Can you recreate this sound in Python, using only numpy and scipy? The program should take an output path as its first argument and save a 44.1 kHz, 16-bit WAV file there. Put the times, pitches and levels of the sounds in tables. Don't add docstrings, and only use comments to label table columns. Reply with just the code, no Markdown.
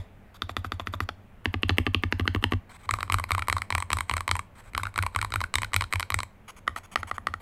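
import sys
import numpy as np
from scipy import signal
from scipy.io import wavfile
from scipy.ndimage import uniform_filter1d

SR = 44100
rng = np.random.default_rng(int(sys.argv[2]) if len(sys.argv) > 2 else 0)


def wav_out(sig):
    wavfile.write(sys.argv[1], SR, np.round(np.clip(np.atleast_2d(sig).T, -1, 1) * 32767).astype(np.int16))


def rack_gain(trim_db):
    fader = np.asarray(trim_db, float)
    return 10 ** (fader / 20)


N = 326781
LEAD = SR // 10


def evened(x):
    return x / np.sqrt(np.mean(x ** 2) + 1e-20)


def peaked(x):
    return x / (abs(x).max() + 1e-20)


def read(points, hz):
    f, value = np.transpose(points)
    return np.interp(np.log(hz + 1), np.log(f + 1), value)


def add(mix, s, sound):
    part = mix[LEAD + round(s * SR):][:len(sound)]
    part += sound[:len(part)]


def ring(modes, seconds, swell_s):
    t = np.arange(round(seconds * SR)) / SR
    dying = sum(rack_gain(db - 60 * t / t60) * np.sin(2 * np.pi * hz * t) for hz, db, t60 in modes)
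    return dying * (1 - np.exp(-t / swell_s)) ** 2


def hush():
    # (frequency [Hz], level [dB per Hz])
    colour = [(20, -1), (50, -4), (97, -4), (150, -12), (200, -6.5), (300, -18), (700, -18.5),
              (1000, -22.5), (2400, -28), (4900, -46.5), (12000, -47.5), (15600, -46), (16200, -69)]
    # (frequency [Hz], level [dB])
    hum = [(97, -61), (198, -70)]
    frames, hz = N // 512 + 5, np.fft.rfftfreq(2048, 1 / SR)
    a, b, patches = rng.standard_normal((frames, 1025, 3)).T
    patches = uniform_filter1d(patches, 20, 0)
    patches = evened(uniform_filter1d(patches, 8, 1))
    z = (a + 1j * b) * rack_gain(read(colour, hz)[:, None] + 1.1 * patches)
    noise = signal.istft(z, nperseg=2048, noverlap=1536)[1][:N]
    waver = 1 + .01 * evened(uniform_filter1d(rng.standard_normal(N), 4000))
    turns = np.cumsum(waver) / SR
    fan = sum(rack_gain(db + 1.5) * np.sin(2 * np.pi * f * turns) for f, db in hum)
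    return rack_gain(-52.5) * evened(noise) + fan


def key_parts(rings, body_hz):
    hz, width, db = np.transpose(rings)
    chance = rng.standard_normal((2, len(hz)))
    low = hz < 1700
    strongest = hz[low][np.argmax(db[low])]
    hz = hz * np.where(low, body_hz / strongest, 1 + .018 * chance[0])
    db = db + 20 * np.log10(width) + 2.7 * chance[1]
    t60 = np.clip(2.48 / width, .002, .018)
    modes = np.transpose([hz, db, t60])
    body, cap, stem = hz <= 1700, (hz > 1700) & (hz <= 6000), hz > 6000
    return ring(modes[body], .03, .00035), ring(modes[cap], .03, .00012), ring(modes[stem], .03, .00008)


def slide(body, cap, stem, slide_s):
    scrape = rng.standard_normal(1500)[:round(slide_s * SR)]
    key = (body + 0.75 * cap + .5 * stem)[:60]
    rub = evened(np.convolve(scrape, key)[:len(scrape)]) + 0.1 * scrape
    return rub * signal.windows.tukey(len(rub), .3)


def rattle(rebound_s, rebound):
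    t = np.arange(400) / SR
    scatter = rng.standard_normal(400) * (rng.random(400) < .08)
    contacts = 0.44 * scatter * np.exp(-t / 0.00093) + (t == 0)
    contacts[round(rebound_s * SR * rng.uniform(.9, 1.1))] += rebound
    return contacts


def clack_of(contacts, body, cap, stem, cap_db, stem_db):
    body, cap, stem = [peaked(np.convolve(contacts, part)) for part in (body, cap, stem)]
    return body + rack_gain(cap_db) * cap + rack_gain(stem_db) * stem


def case_knock():
    # (frequency [Hz], level [dB], t60 [s])
    case = [(248.7, -3.5, 0.11), (303.3, 2.5, 0.048), (374.6, 0.5, .03)]
    return -peaked(ring(case, .15, 0.00081))


def desk():
    # (frequency [Hz], level [dB], time to the largest swing [s])
    top_swings = [(89.8, 4, 0.024), (47, -9.5, 0.029), (25.7, -15.5, .03)]
    # (frequency [Hz], level [dB], t60 [s])
    stand = [(97.7, -19.5, 0.9)]
    t = np.arange(SR // 2) / SR
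    swings = 0
    for hz, db, peak_s in top_swings:
        growth = (t / peak_s * np.exp(1 - t / peak_s)) ** 3
        swings = swings + rack_gain(db) * np.sin(2 * np.pi * hz * t) * growth
    return -swings - ring(stand, .5, 0.068)


def strokes(rows, rings, feel):
    case_db, slide_db, slide_s, rebound_s, rebound = feel
    clack, shake, boom = np.zeros((3, N + LEAD))
    knock, sway = rack_gain(case_db) * case_knock(), desk()
    for s, db, body_hz, cap_db, stem_db, push in rows:
        parts = [peaked(part) for part in key_parts(rings, body_hz)]
        contacts = rattle(rebound_s, rebound * (1 if push < 0 else .3))
        add(clack, s, rack_gain(db) * clack_of(contacts, *parts, cap_db, stem_db))
        add(clack, s - slide_s, rack_gain(db + slide_db) * slide(*parts, slide_s))
        add(shake, s, np.array([rack_gain(db + 0.31 * stem_db)]))
        case_push = push / 100 + np.copysign(0.096 * rack_gain(db), push)
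        add(boom, s + 0.0011, case_push * knock)
        add(boom, s + 0.0037, push / 100 * sway)
    return clack, shake, boom




def wide_key():
    # (time [s], levels and pitch as above)
    earlier = [(-0.0317, -16.5, 1040, 5, -4, 2.47)]
    # (time [s], levels and pitch as above)
    tried = [(0.42, -17, 1280, 2, -16, 1.5), (0.4938, -20.5, 1150.0, -3, -29, 1),
             (0.5668, -15, 1260, 1, -14.5, 2.5), (0.6458, -18.5, 1280, -7, -25.0, -1.5),
             (0.7198, -15.5, 1300, -2.0, -20, 2), (0.797, -20, 1090, -5, -22.0, -1.0),
             (0.871, -19, 1310.0, 2, -19, 1.8), (0.9375, -20, 1060, -4.5, -24, -1.6),
             (1.004, -14, 1270, 0, -18, 3), (1.0894, -16.5, 1260, -2.5, -23.0, 0.7)]
    # (frequency [Hz], width [Hz], level [dB])
    rings = [(780, 200, -9.5), (1220, 350, 0), (1940, 270, -4.5), (2375, 350, -13.5), (3500, 235, -5.5),
             (4270, 410, -17), (5360, 350, -24.5), (7280, 470, -29), (9300, 680, -30.5), (11600, 400, -27),
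             (14100, 900, -40)]
    feel = (-1, -35, 0.08, .0055, 0.56)
    return strokes([*earlier, *tried], rings, feel)


def long_bar():
    # (time [s], levels and pitch as above)
    tried = [(1.4566, -20, 1100, 12.5, -16.5, 3.5), (1.541, -21.5, 1160, 8.5, -21.5, -3.5),
             (1.6324, -20.5, 1130, 13.5, -16.5, 4), (1.694, -16.5, 1170, 10.5, -24, -4.5),
             (1.7048, -22, 1120, -1, -17, -3), (1.7712, -37, 1250, 4.5, -18, 0.3),
             (1.7834, -18, 1180, 13.5, -2.5, 6), (1.7993, -47, 1350, 11, -4.5, 2),
             (1.8661, -20, 1185, 11.5, -19.5, -4.5), (1.8734, -27, 1140, 1, -25, -3),
             (1.9462, -19.5, 1170, 14, -11, 4.5), (2.036, -20.5, 1195, 11.5, -16, -4.5),
             (2.1247, -21, 1020, 14.5, -13, 3.5), (2.1965, -23.5, 1120, 8, -13, -5),
             (2.2078, -30, 1170, 4, -16, -1.1), (2.2544, -27, 1210, -10, -19, 1),
             (2.2774, -22.5, 1550, 15.5, -12.5, 3.5), (2.348, -23.5, 1120, 10, -14, -6),
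             (2.3603, -24, 1130, 1, -18, 2.0), (2.4258, -27, 1190, 0, -12, -1.4),
             (2.4403, -18.5, 970, 13.5, -6, 3.5), (2.5212, -18.5, 1130, 6.5, -16, -6),
             (2.535, -24, 1130, 6, -18, 2.5)]
    # (frequency [Hz], width [Hz], level [dB])
    rings = [(783, 150, -9.5), (1130, 170, -3), (1960, 700, 4), (2705, 430, 1.5), (3920, 300, -12.5),
             (5640, 550, -33.5), (6950, 440, -36.5), (8730, 960, -30), (11420, 1200, -28),
             (14400, 840, -33.5)]
    feel = (6, -30.5, .013, .0024, .5)
    return strokes(tried, rings, feel)


def letter_keys():
    # (time [s], levels and pitch as above)
    rolls = [(2.857, -52, 1200.0, 6.5, -4, 0.8), (2.891, -14.0, 1120, -5, -19, 1),
             (2.9097, -18, 1280, 7, 0.5, 3), (2.9383, -14, 1220.0, -1.5, -11.5, 1.5),
             (2.987, -21, 1100, -11.5, -17, 0.9), (3.0062, -23.5, 1280.0, 1, -10.0, -0.5),
             (3.0293, -14.5, 1220.0, -1.5, -11, 1), (3.0785, -34.5, 1250.0, -5, -16.5, 1.2),
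             (3.0991, -15.0, 1130.0, -2.5, -18.5, 2), (3.1224, -20.5, 1310.0, 10, 3, 5),
             (3.1329, -31, 1060.0, 0.5, 4, -1.5), (3.1423, -10, 1220.0, -3, -7.5, 3),
             (3.1851, -17.5, 1270, -6, -11.0, -1.5), (3.1974, -19.5, 1110, -5, -9, -0.7),
             (3.2397, -21.5, 1080.0, 4.5, -8.0, 0.7), (3.2907, -34, 1230.0, -1.0, -8.0, 0),
             (3.3068, -13.5, 1180.0, -1.5, -12.5, 3.5), (3.318, -17.0, 1160, 5, -3, 1),
             (3.3344, -35, 1320.0, -5.0, -3.5, -0.7), (3.3491, -15, 1240, -2.5, -9, 1.5),
             (3.38, -17.0, 1040.0, -7, -13, -0.8), (3.3931, -23.5, 1280, 4.5, -8, -1.5),
             (3.422, -20, 1320, 3, -14, -0.5), (3.4722, -34.5, 1270.0, 2, -8.5, 0.5),
             (3.4836, -12.5, 1100, -4, -7.5, 2), (3.499, -17.5, 1180, 7.5, -5, 1.6),
             (3.5148, -37, 1480.0, -2.5, -1.0, 1), (3.5268, -12.5, 1220.0, 0.5, -5, 3),
             (3.5663, -15, 1100, -9.5, -18, -0.1), (3.5818, -23.5, 1290.0, 0.5, -8, -1.1),
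             (3.6191, -20.5, 1270, 4.5, -5.5, 0.3), (3.7041, -16.5, 1090, 0.5, -9, 1.6),
             (3.7246, -22.0, 1010.0, 8, -10, 2.5), (3.7508, -13, 1190.0, 2, -4.5, 3),
             (3.7804, -18.5, 1060, 1.0, -7.0, -0.6), (3.8025, -24.5, 1020.0, -1, -1.5, 0.2),
             (3.824, -20, 1120, 0, -8.5, -1), (3.9035, -17, 1100, 0.5, -9, 2),
             (3.9167, -25.0, 1030.0, 6.5, -8.5, 1), (3.9308, -11.5, 1200.0, 2, -2.5, 4),
             (3.9699, -17.5, 1140, -9, -7.0, 1.5), (3.9864, -23.5, 980, 4.0, -3, 1.8),
             (4.0068, -16.5, 1130.0, 0.5, -4, -1.1), (4.096, -16, 1110, 2, -6, 2),
             (4.1125, -19.5, 1020, 5.5, -7, 3.5), (4.1263, -39, 1220.0, -7, -6, 0.9),
             (4.1379, -17.5, 1190.0, 1.5, -6, 1.3), (4.1672, -17.5, 1070, -2.0, -4.0, -1.5),
             (4.1795, -23.5, 1320.0, 1, -9, 0.5), (4.2066, -19.5, 1170.0, -0.5, -6, 0.5),
             (4.2787, -16, 1100, 2, -4.0, 2), (4.2913, -19.5, 1020, 0.5, -19, 0.4),
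             (4.313, -12, 1190.0, 3.5, -3.5, 3), (4.3538, -18.5, 1040.0, -2, -9, 0),
             (4.3656, -27, 1010.0, -0.5, -1, -1), (4.3924, -20, 1150.0, 1.0, -5, -0.2),
             (4.7344, -38, 1220.0, 4.0, -3, 1.5), (4.7496, -20, 1335, 3.5, -13.5, 2),
              (4.7657, -33, 1340, -7, -11, 1.5), (4.778, -14.5, 1120, -1, -7, 0.5),
              (4.7971, -25, 1440.0, -12, -23.0, 1.4), (4.8333, -21, 1090.0, -0.5, -6, -1.7),
              (4.8538, -21, 1360, -5, -23, 0), (4.8687, -21, 1420, -6.5, -15, 0.7),
              (4.9412, -38, 1150.0, 2, -2, 0.7), (4.9595, -22.5, 1340, 1.0, -11.0, 0.5),
              (4.9781, -16, 1090, 0, -4.5, 3), (4.9884, -12, 1440.0, -2.5, -17, 2),
              (5.0254, -24, 1360.0, 6.5, 1.5, -2.1), (5.035, -20.0, 1070.0, -4, -18, 1.5),
              (5.0643, -16, 1080, -4.5, -10, -0.3), (5.1485, -24.5, 1340.0, 1.0, -17, 2.9),
              (5.1611, -13.5, 1130, 0.0, -6, 0), (5.1889, -18, 1430, -4.5, -14, 1.5),
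              (5.2145, -25.5, 1360.0, 10, 4, -2), (5.2269, -17.5, 1090.0, -3.5, -9.5, 1.5),
              (5.2471, -17.5, 1070, -2.5, -10, 1), (5.3041, -37.0, 1180, 0, -1, 1.5),
              (5.3211, -23, 1370, 1.5, -11, 1.7), (5.339, -17.0, 1050, 1, -5.5, 2.5),
              (5.3462, -36, 1240.0, -13, -6.0, 0.5), (5.3586, -14, 1390, -1, -7.5, 2.5),
              (5.4051, -22, 1280, 2, -8, 1), (5.4143, -18, 1060, -2, -13.0, -1.5),
              (5.4392, -17.5, 1430, -2, -10.5, -0.4), (5.5399, -18, 1160, 4.5, -1, 2.1),
              (5.5552, -17.5, 1170, 9.5, 5, 3), (5.584, -22, 1020.0, 5.5, -3, 1.7),
              (5.6187, -21, 1090.0, -2.5, -2, -1.5), (5.6321, -20, 1050, 5.0, -11, 0.6),
              (5.6457, -24.5, 1470, 2.5, -5, -0.5), (5.719, -38, 1250.0, -5, -18.5, 1),
              (5.7336, -20, 1170, 3.5, -6, 0.5), (5.7424, -17.5, 1130.0, 7, 2.5, 3.5),
              (5.7632, -17, 1400, 9.0, 3.5, 1.7), (5.8092, -20, 1150.0, 6, -6, -2.5),
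              (5.8214, -17, 1110, -2, -10, 1), (5.8399, -26.5, 1410, 3.5, -8, 0.6),
              (5.926, -19.5, 1180, 6, -3, 0.5), (5.9357, -16, 1170, 4, -3.5, 3.5),
              (5.9573, -26, 1020, 9.5, -2.0, 0.9), (5.9973, -19.5, 1110.0, 4, -2, 0.0),
              (6.0056, -20.5, 1080, 1, -4, 0.5), (6.028, -22, 1450, 6, -9, 0.2),
              (6.1031, -17.5, 1160, 3.5, -5, 2.1), (6.1212, -24, 1140.0, 3, -12, 0),
              (6.1429, -18.5, 1420, 9.5, 5.5, 3.5), (6.1887, -19.5, 1020.0, 2.5, -5, -0.8),
              (6.2035, -20.5, 1080, 0, -6.5, 0.3), (6.232, -25, 1050, 3, -1, 0.46)]
    # (frequency [Hz], width [Hz], level [dB])
    rings = [(830, 230, -18), (1220, 215, 0), (2163, 530, -3.5), (2937, 480, -14), (3840, 370, -12),
             (4780, 170, -31.5), (6760, 520, -35), (8355, 600, -6), (9450, 210, -15), (11150, 370, -20),
             (11620, 1200, -16.5), (14200, 700, -49.5)]
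    feel = (-10, -36.5, 0.2, .002, 0.52)
    return strokes(rolls, rings, feel)


def corner_key():
    # (time [s], levels and pitch as above)
    tried = [(6.6694, -36, 1410, -14, -17, -0.16), (6.6776, -11.5, 1220, -1, -18.5, 0.78),
             (6.6929, -34, 1310, -6, -14, 0.96), (6.762, -20.5, 1280, -3, -17, 0.44),
             (6.9577, -9, 1220, -1, -16, 0.43), (6.9729, -29, 1320, -2, -19, 1.1),
             (7.0308, -20, 1360, -4, -18, 0.78), (7.1128, -15.5, 1220, -5.5, -21.5, 0.73),
             (7.181, -18.5, 1200, -5, -18.5, 0.3), (7.2696, -12.5, 1170, -1, -18, 0.59),
             (7.2849, -32, 1320, -2, -20, 1.27), (7.3388, -18.5, 1340, -3.5, -16.5, 0.6)]
    # (frequency [Hz], width [Hz], level [dB])
    rings = [(820, 160, -13.5), (1240, 243, 0), (1900, 173, -1.5), (2910, 330, -15.5), (4250, 380, -21.5),
             (4770, 210, -32), (5640, 390, -31), (6650, 480, -27), (8170, 540, -29.5), (11000, 720, -28.5),
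             (13800, 800, -50)]
    feel = (-5, -31, 0.2, .0015, 0.64)
    return strokes(tried, rings, feel)


def springs(shake):
    # (frequency [Hz], width [Hz], level [dB])
    coils = [(6960, 64, -12.5), (8290, 500, -7.5), (10970, 120, -5)]
    fading = signal.lfilter([1], [1, -rack_gain(-60 / 0.16 / SR)], shake)
    fizz = rng.standard_normal(len(shake))
    bands = 0
    for hz, width, db in coils:
        b, a = signal.iirpeak(hz, hz / width, SR)
        bands = bands + rack_gain(db) * evened(signal.lfilter(b, a, fizz))
    return rack_gain(-42.5) * fading * bands


def room(x):
    # (frequency [Hz], t60 [s])
    decay = [(300, 0.49), (1500, 0.27), (4000, 0.29), (12000, 0.18)]
    # (frequency [Hz], level [dB])
    colour = [(300, 5), (1500, -2), (4000, -0.5), (6000, 4), (12000, 2)]
    taps = np.zeros(SR // 2)
    at = np.arange(140, SR // 2 - 20, 20)
    taps[at + rng.integers(0, 20, len(at))] = rng.choice([-1., 1.], len(at))
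    hz, t, z = signal.stft(taps, SR, nperseg=256)
    z *= rack_gain(read(colour, hz)[:, None] - 60 * t / read(decay, hz)[:, None])
    tail = signal.istft(z, SR, nperseg=256)[1]
    return signal.fftconvolve(x, tail / np.linalg.norm(tail))[:len(x)]


def scene():
    keys = [wide_key(), long_bar(), letter_keys(), corner_key()]
    clack, shake, boom = np.sum(keys, axis=0)
    no_bass = signal.butter(2, 620, "high", fs=SR, output="sos")
    clack = signal.sosfilt(no_bass, clack)
    keyboard = clack + springs(shake) + boom + rack_gain(-18.5) * room(clack)
    return (keyboard[LEAD:] + hush())[None]


def roll_off(x):
    return signal.sosfilt(signal.butter(12, 16830, fs=SR, output="sos"), x)


def record(dry):
    rolled = signal.sosfilt(signal.butter(8, 16300, fs=SR, output="sos"), dry)
    return roll_off(rolled)


dry = scene()
out = record(dry)
wav_out(out)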